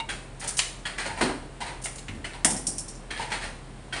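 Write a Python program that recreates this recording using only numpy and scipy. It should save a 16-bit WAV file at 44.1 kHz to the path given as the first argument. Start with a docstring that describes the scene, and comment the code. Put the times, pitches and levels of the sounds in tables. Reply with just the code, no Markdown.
"""Kitchen scissors and shrimp shell

Scissors shear through shell by friction and fracture, then clink and rock to rest on a tiled counter,
each impact exciting the modes of the blades. Farther off, something is rapped and scraped, a dish
rings and a hollow thump sounds. Hard walls reflect the sound, over a low hum and a quiet hiss."""
import sys
import numpy as np
from scipy import signal
from scipy.fft import rfft, irfft
from scipy.io import wavfile
from scipy.ndimage import uniform_filter1d, map_coordinates

SR = 44100
rng = np.random.default_rng(int(sys.argv[2]) if len(sys.argv) > 2 else 0)


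def inscribe(sig):
    """Save sig as 16-bit PCM at rate SR to the path in sys.argv[1].

    A 1-D sig is mono; a 2-D sig holds one channel per row.
    Samples are clipped to [-1, 1] before scaling.
    """
    pcm = np.round(np.clip(np.atleast_2d(sig).T, -1, 1) * 32767)
    wavfile.write(sys.argv[1], SR, pcm.astype(np.int16))


N = 176400

# Levels are relative within each table.
# room reverberation (frequency [Hz], T60 [s])
ROOM_DECAY = [(150, 1), (400, 0.71), (1000, 0.54), (2800, 0.46), (9000, 0.47)]
# motor tones (frequency [Hz], level [dB])
HUM_TONES = [(39.1, -45.5), (131.3, -52.5)]
# noise spectra (frequency [Hz], level [dB])
HISS_SPECTRUM = [(25, -2), (51, -4), (86, -7), (139, -5.5), (500, -13), (1000, -17.5), (4230, -29),
                 (6180, -35), (9250, -28.5), (10500, -39.5), (13600, -55)]
SCRAPE_SPECTRUM = [(150, -4), (400, -4), (750, -2), (1200, -1), (1850, 3), (2500, -0.5), (3150, -4.5),
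                   (3600, -6.5), (4200, -3.5), (5500, -11.5), (7700, -12.5), (9100, -5.5), (10500, -22)]
SLAP_SPECTRUM = [(160, -16.5), (280, -3), (520, -8), (800, -5.5), (1300, -11), (8000, -37)]
KNOCK_SPECTRUM = [(60, -32.5), (140, -14.5), (190, -8.5), (255, -7), (350, -12.5), (480, -19.5),
                  (800, -12.5), (1300, -30.5), (5000, -44)]
CLINK_SPECTRUM = [(500, -41), (4300, -10.5), (5500, 0), (6400, -2), (7700, 0.5), (8600, 7.5), (10000, 7.5),
                  (10700, -6.5)]
CLACK_SPECTRUM = [(200, 0), (850, -9.5), (1300, 1.5), (1850, 7.5), (2600, 0.5), (3400, 3.5), (4500, -9.5),
                  (9000, -3)]
SHEAR_SPECTRUM = [(2000, -10), (3800, -8.5), (5200, -2), (7000, 0.5), (8000, 0), (9200, 8), (10500, -6.5)]
CRACK_SPECTRUM = [(400, -23), (750, -6), (1300, -10), (2110, 0.5), (4300, 3.5), (5600, -2), (7130, 4),
                  (10500, -7)]
# modes with a common decay (frequency [Hz], level [dB])
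RAPPED_MODES = [(1650, 3), (1900, 0.5), (2790, -3.5), (3170, 2.5), (4200, -6.5)]
BLADE_MODES = [(5500, -2.5), (5965, -12), (7140, 5), (8320, 10), (8585, 2), (8650, -1), (9635, -10)]
# modes with separate decays (frequency [Hz], level [dB], T60 [s])
DISH_MODES = [(910, -0.5, 0.14), (2214, -7.5, 0.17), (2830, -5, 0.14), (3770, 2, 0.036)]
HOLLOW_MODES = [(263.2, -2, 0.28), (299.3, -2, 0.25), (369, -1, 0.19)]
# distant raps (time [s], level [dB])
RAP_HITS = [(0.089, -30.5), (0.853, -30.5), (2.243, -34), (3.105, -33), (3.161, -35.5), (3.214, -40.5),
            (3.318, -33), (3.925, -30.5)]
# scraping strokes (time [s], level [dB], length [s], dish resonance [dB])
SCRAPE_STROKES = [(0.412, -36.5, 0.033, -3.5), (0.978, -30, 0.023, -29), (1.05, -33.5, 0.031, 4),
                  (1.166, -37.5, 0.029, 7), (1.205, -25.5, 0.019, -1.5), (1.604, -34, 0.014, 7.5),
                  (1.659, -38.5, 0.024, -13), (2.331, -44, 0.011, 6.5), (3.183, -36.5, 0.047, 6.5),
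                  (3.298, -31.5, 0.035, 0), (3.411, -35.5, 0.031, -23), (3.956, -36, .03, -21)]
# hollow thumps (time [s], level [dB], slap [dB])
THUMP_HITS = [(1.209, -27, 5), (1.228, -23.5, -0.5), (1.259, -31.5, 2), (1.292, -30, 2.5)]
# hand and handles on the counter (time [s], level [dB], pitch [ratio])
COUNTER_HITS = [(2.09, -27.5, 0.37), (2.149, -35, 0.4), (2.452, -18.5, 1), (2.509, -27.5, 0.82),
                (2.68, -31, 0.92)]
# steel meeting tile (time [s], level [dB], handle clack [dB])
TILE_HITS = [(2.447, -8.5, 0), (2.454, -23, 7), (2.505, -20.5, -28), (2.565, -28, -5), (2.668, -16.5, -26),
             (2.782, -23.5, -27), (2.882, -33.5, -26), (2.894, -39, -20), (2.952, -43.5, -23)]
# blades sliding shut (time [s], level [dB], length [s])
BLADE_STROKES = [(0.396, -39, 0.015), (0.439, -37.5, 0.011), (0.474, -28, 0.02), (0.568, -27, 0.0262),
                 (1.816, -43, 0.012), (1.837, -32.5, 0.027), (1.956, -37, 0.0057)]
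# shell giving way (time [s], level [dB], length [s], tilt above 2 kHz [dB/octave])
SHELL_CRACKS = [(0.589, -9, 0.0047, -4), (1.84, -34, 0.002, 13), (1.855, -18.5, 0.002, -16.5),
                (1.98, -30, 0.006, 2.5), (2.082, -21, 0.002, -12)]

SIZE = 32768  # samples per event
T = np.arange(SIZE) / SR
HZ = np.fft.rfftfreq(SIZE, 1 / SR)


def amp(db):
    """Amplitude grows tenfold every 20 dB."""
    return 10 ** (np.asarray(db) / 20)


def unit(x):
    """Normalisation to unit RMS."""
    return x / np.sqrt(np.mean(x ** 2) + 1e-20)


def along(points, hz):
    """Interpolation on a logarithmic frequency axis."""
    freqs, values = np.transpose(points)
    return np.interp(np.log(hz + 1), np.log(freqs + 1), values)


def add(track, s, x):
    """Superposition of x on the track at s seconds."""
    part = track[max(0, round(s * SR)):][:len(x)]
    part += x[:len(part)]


def coloured(x, db):
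    """Minimum-phase filtering shapes the spectrum; energy is conserved."""
    cepstrum = irfft(np.log(unit(amp(db)) + 1e-6))
    cepstrum[1:SIZE // 2] *= 2
    cepstrum[SIZE // 2 + 1:] = 0
    y = irfft(rfft(x) * np.exp(rfft(cepstrum)))
    return y * np.linalg.norm(x) / np.linalg.norm(y)


def burst(length, attack, release, rough):
    """Tiny slips and fractures sum to grainy noise that rises, holds and decays."""
    grain = np.exp(rough * unit(uniform_filter1d(rng.standard_normal(SIZE), size=30)))
    shape = (1 - np.exp(-T / attack)) * amp(-60 * np.maximum(T - length, 0) / release)
    z = rfft(shape * grain * rng.standard_normal(SIZE))
    x = irfft(z / np.sqrt(np.abs(z) + 1e-12)) * np.sqrt(shape)  # flatter spectrum, steeper decay
    return x * np.linalg.norm(shape) / np.linalg.norm(x)


def ring(modes):
    """Free vibration is a sum of damped modes, here with slightly wandering phase."""
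    out = np.zeros(SIZE)
    for hz, db, t60 in modes:
        decay = amp(db + rng.normal(0, 1) - 60 * T / t60)
        phase = rng.uniform(0, 2 * np.pi) + .065 * np.cumsum(rng.standard_normal(SIZE))
        out += decay * np.sin(2 * np.pi * hz * T + phase)
    return out


def room(x, early_db, late_db):
    """Reflection from counter and walls adds early echoes and a diffuse tail."""
    hz, t, z = signal.stft(rng.standard_normal(SIZE), SR, nperseg=256)
    z *= amp(-60 * t / along(ROOM_DECAY, hz)[:, None])
    tail = signal.istft(z, SR, nperseg=256)[1][:SIZE] * (1 - np.exp(-T / 0.0019))
    echoes = rng.standard_normal(SIZE) * (rng.random(SIZE) < .03)
    early = echoes * amp(-60 * T / 0.098) * (1 - np.exp(-T / 0.00096))
    response = amp(early_db) * early / np.linalg.norm(early) + amp(late_db) * tail / np.linalg.norm(tail)
    return x + signal.fftconvolve(x, response)[:SIZE]


def background(hiss_db=-45):
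    """Steady broadband noise underlies a motor hum modulated slowly in level and phase."""
    t = np.arange(N) / SR
    spectrum = amp(along(HISS_SPECTRUM, np.fft.rfftfreq(N, 1 / SR)))
    hiss = unit(irfft(rfft(rng.standard_normal(N)) * spectrum, N))
    drift = lambda: map_coordinates(rng.standard_normal(40), [t * 4])
    hum = sum(amp(db + drift()) * unit(np.sin(2 * np.pi * hz * t + 0.94 * drift()))
              for hz, db in HUM_TONES)
    return amp(hiss_db) * hiss + hum


def raps(t60=0.027, scatter=0.079):
    """Hard impacts excite grit and heavily damped modes whose pitches vary from blow to blow."""
    out = np.zeros(N)
    for s, db in RAP_HITS:
        modes = [(hz * np.exp(scatter * rng.standard_normal()), level, t60) for hz, level in RAPPED_MODES]
        body = ring(modes) * (1 - np.exp(-T / 0.0012))
        grit = coloured(burst(.008, attack=0.002, release=0.054, rough=1.0), along(SCRAPE_SPECTRUM, HZ))
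        body = room(body, early_db=4, late_db=1)
        grit = room(grit, early_db=-2.5, late_db=5.5)
        add(out, s, amp(db) * (body + amp(-2.5) * grit))
    return out


def scraping(dish_hz=940, half_width_hz=100):
    """Friction drives a resonance of the dish; longer strokes swell more gently."""
    out = np.zeros(N)
    resonance = -20 * np.log10(1 + ((HZ - dish_hz) / half_width_hz) ** 2)
    grit = along(SCRAPE_SPECTRUM, HZ)
    bite = 1 + .7 * np.exp(-T / .007)  # emphasis at first contact
    for s, db, length, dish_db in SCRAPE_STROKES:
        slips = burst(length, attack=3 * length ** 2, release=0.065, rough=0.84) * bite
        stroke = coloured(slips, grit) + amp(dish_db - 8) * coloured(slips, resonance)
        add(out, s, amp(db - 5) * room(stroke, early_db=-1.5, late_db=5.5))
    return out


def dish_tap():
    """One tap sets the dish vibrating at its natural frequencies."""
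    out = np.zeros(N)
    tick = coloured(burst(0.003, attack=0.0013, release=0.082, rough=0.37), along(SCRAPE_SPECTRUM, HZ))
    add(out, 0.0008, amp(-27) * room(ring(DISH_MODES) + amp(-10) * tick, early_db=-14, late_db=-11))
    return out


def thumps():
    """A slap excites the low modes of a hollow resonator."""
    out = np.zeros(N)
    for s, db, slap_db in THUMP_HITS:
        slap = coloured(burst(0.0014, attack=0.0012, release=0.027, rough=0.32), along(SLAP_SPECTRUM, HZ))
        boom = ring(HOLLOW_MODES) * (1 - np.exp(-T / 0.0022))
        add(out, s, amp(db + 0.5) * (boom + amp(slap_db) * room(slap, early_db=2.5, late_db=1.5)))
    return out


def counter_knocks(base_hz=235, t60=0.042):
    """Strong damping limits the struck counter to a brief note and a dull shudder."""
    out = np.zeros(N)
    for s, db, pitch in COUNTER_HITS:
        note = np.sin(2 * np.pi * base_hz * pitch * T) * amp(2 - 60 * T / t60)
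        contact = burst(0.0038, attack=0.0011, release=0.058, rough=0.19)
        shudder = coloured(contact, along(KNOCK_SPECTRUM, HZ / pitch))
        add(out, s, amp(db - 7) * (note + room(shudder, early_db=-22, late_db=3)))
    return out


def scissors_on_tile(blade_t60=.2, soft_db=-12.5):
    """Impacts rattle and ring the loose blades; softer contacts excite less treble."""
    out = np.zeros(N)
    lowest_hz, highest_hz = BLADE_MODES[0][0], BLADE_MODES[-1][0]
    clack = coloured(signal.unit_impulse(SIZE), along(CLACK_SPECTRUM, HZ))
    for s, db, clack_db in TILE_HITS:
        slope = 0.54 * min(db - soft_db, 0)  # dB per octave
        tilt = lambda hz: slope * np.log2(np.maximum(hz, lowest_hz) / highest_hz)
        contact = burst(0.0023, attack=0.00022, release=0.04, rough=0.28)
        rattle = coloured(contact, along(CLINK_SPECTRUM, HZ) + tilt(HZ))
        blades = amp(-15.5) * ring([(hz, level + tilt(hz), blade_t60) for hz, level in BLADE_MODES])
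        impact = room(rattle + amp(clack_db + 17.5) * clack, early_db=0.5, late_db=-1)
        add(out, s, amp(db - 6) * (impact + blades))
    return out


def cutting():
    """Sliding friction makes the blades hiss; brittle fracture makes the shell crack."""
    out = np.zeros(N)
    for s, db, length in BLADE_STROKES:
        slips = burst(length, attack=0.00093, release=0.011, rough=0.34)
        hiss = coloured(slips, along(SHEAR_SPECTRUM, HZ))
        add(out, s, amp(db - 1) * room(hiss, early_db=-2.5, late_db=-1.5))
    for s, db, length, tilt in SHELL_CRACKS:
        spectrum = along(CRACK_SPECTRUM, HZ) + tilt * np.log2(np.maximum(HZ, 2000))
        crack = coloured(burst(length, attack=0.0024, release=0.019, rough=0.6), spectrum)
        add(out, s, amp(db - 7) * room(crack, early_db=0, late_db=-1))
    return out


def scene():
    """Sound pressures add linearly at one listening point."""
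    return (cutting() + scraping() + dish_tap() + raps() + thumps() + counter_knocks()
            + scissors_on_tile() + background())[None]


def record(dry, low_hz=34, high_hz=10650, trace_hz=12800, top_hz=15700):
    """Band-pass filtering removes deep bass and high treble, leaving a faint band above the cut."""
    hz = np.fft.rfftfreq(2 * N, 1 / SR)
    band = 1 / np.sqrt(1 + (hz / high_hz) ** 160) / np.sqrt(1 + (low_hz / (hz + 1)) ** 16)
    trace = amp(-25) * (hz > trace_hz)
    return irfft(rfft(dry, 2 * N) * (band + trace) * (hz < top_hz))[:, :N]


dry = scene()
out = record(dry)
inscribe(out)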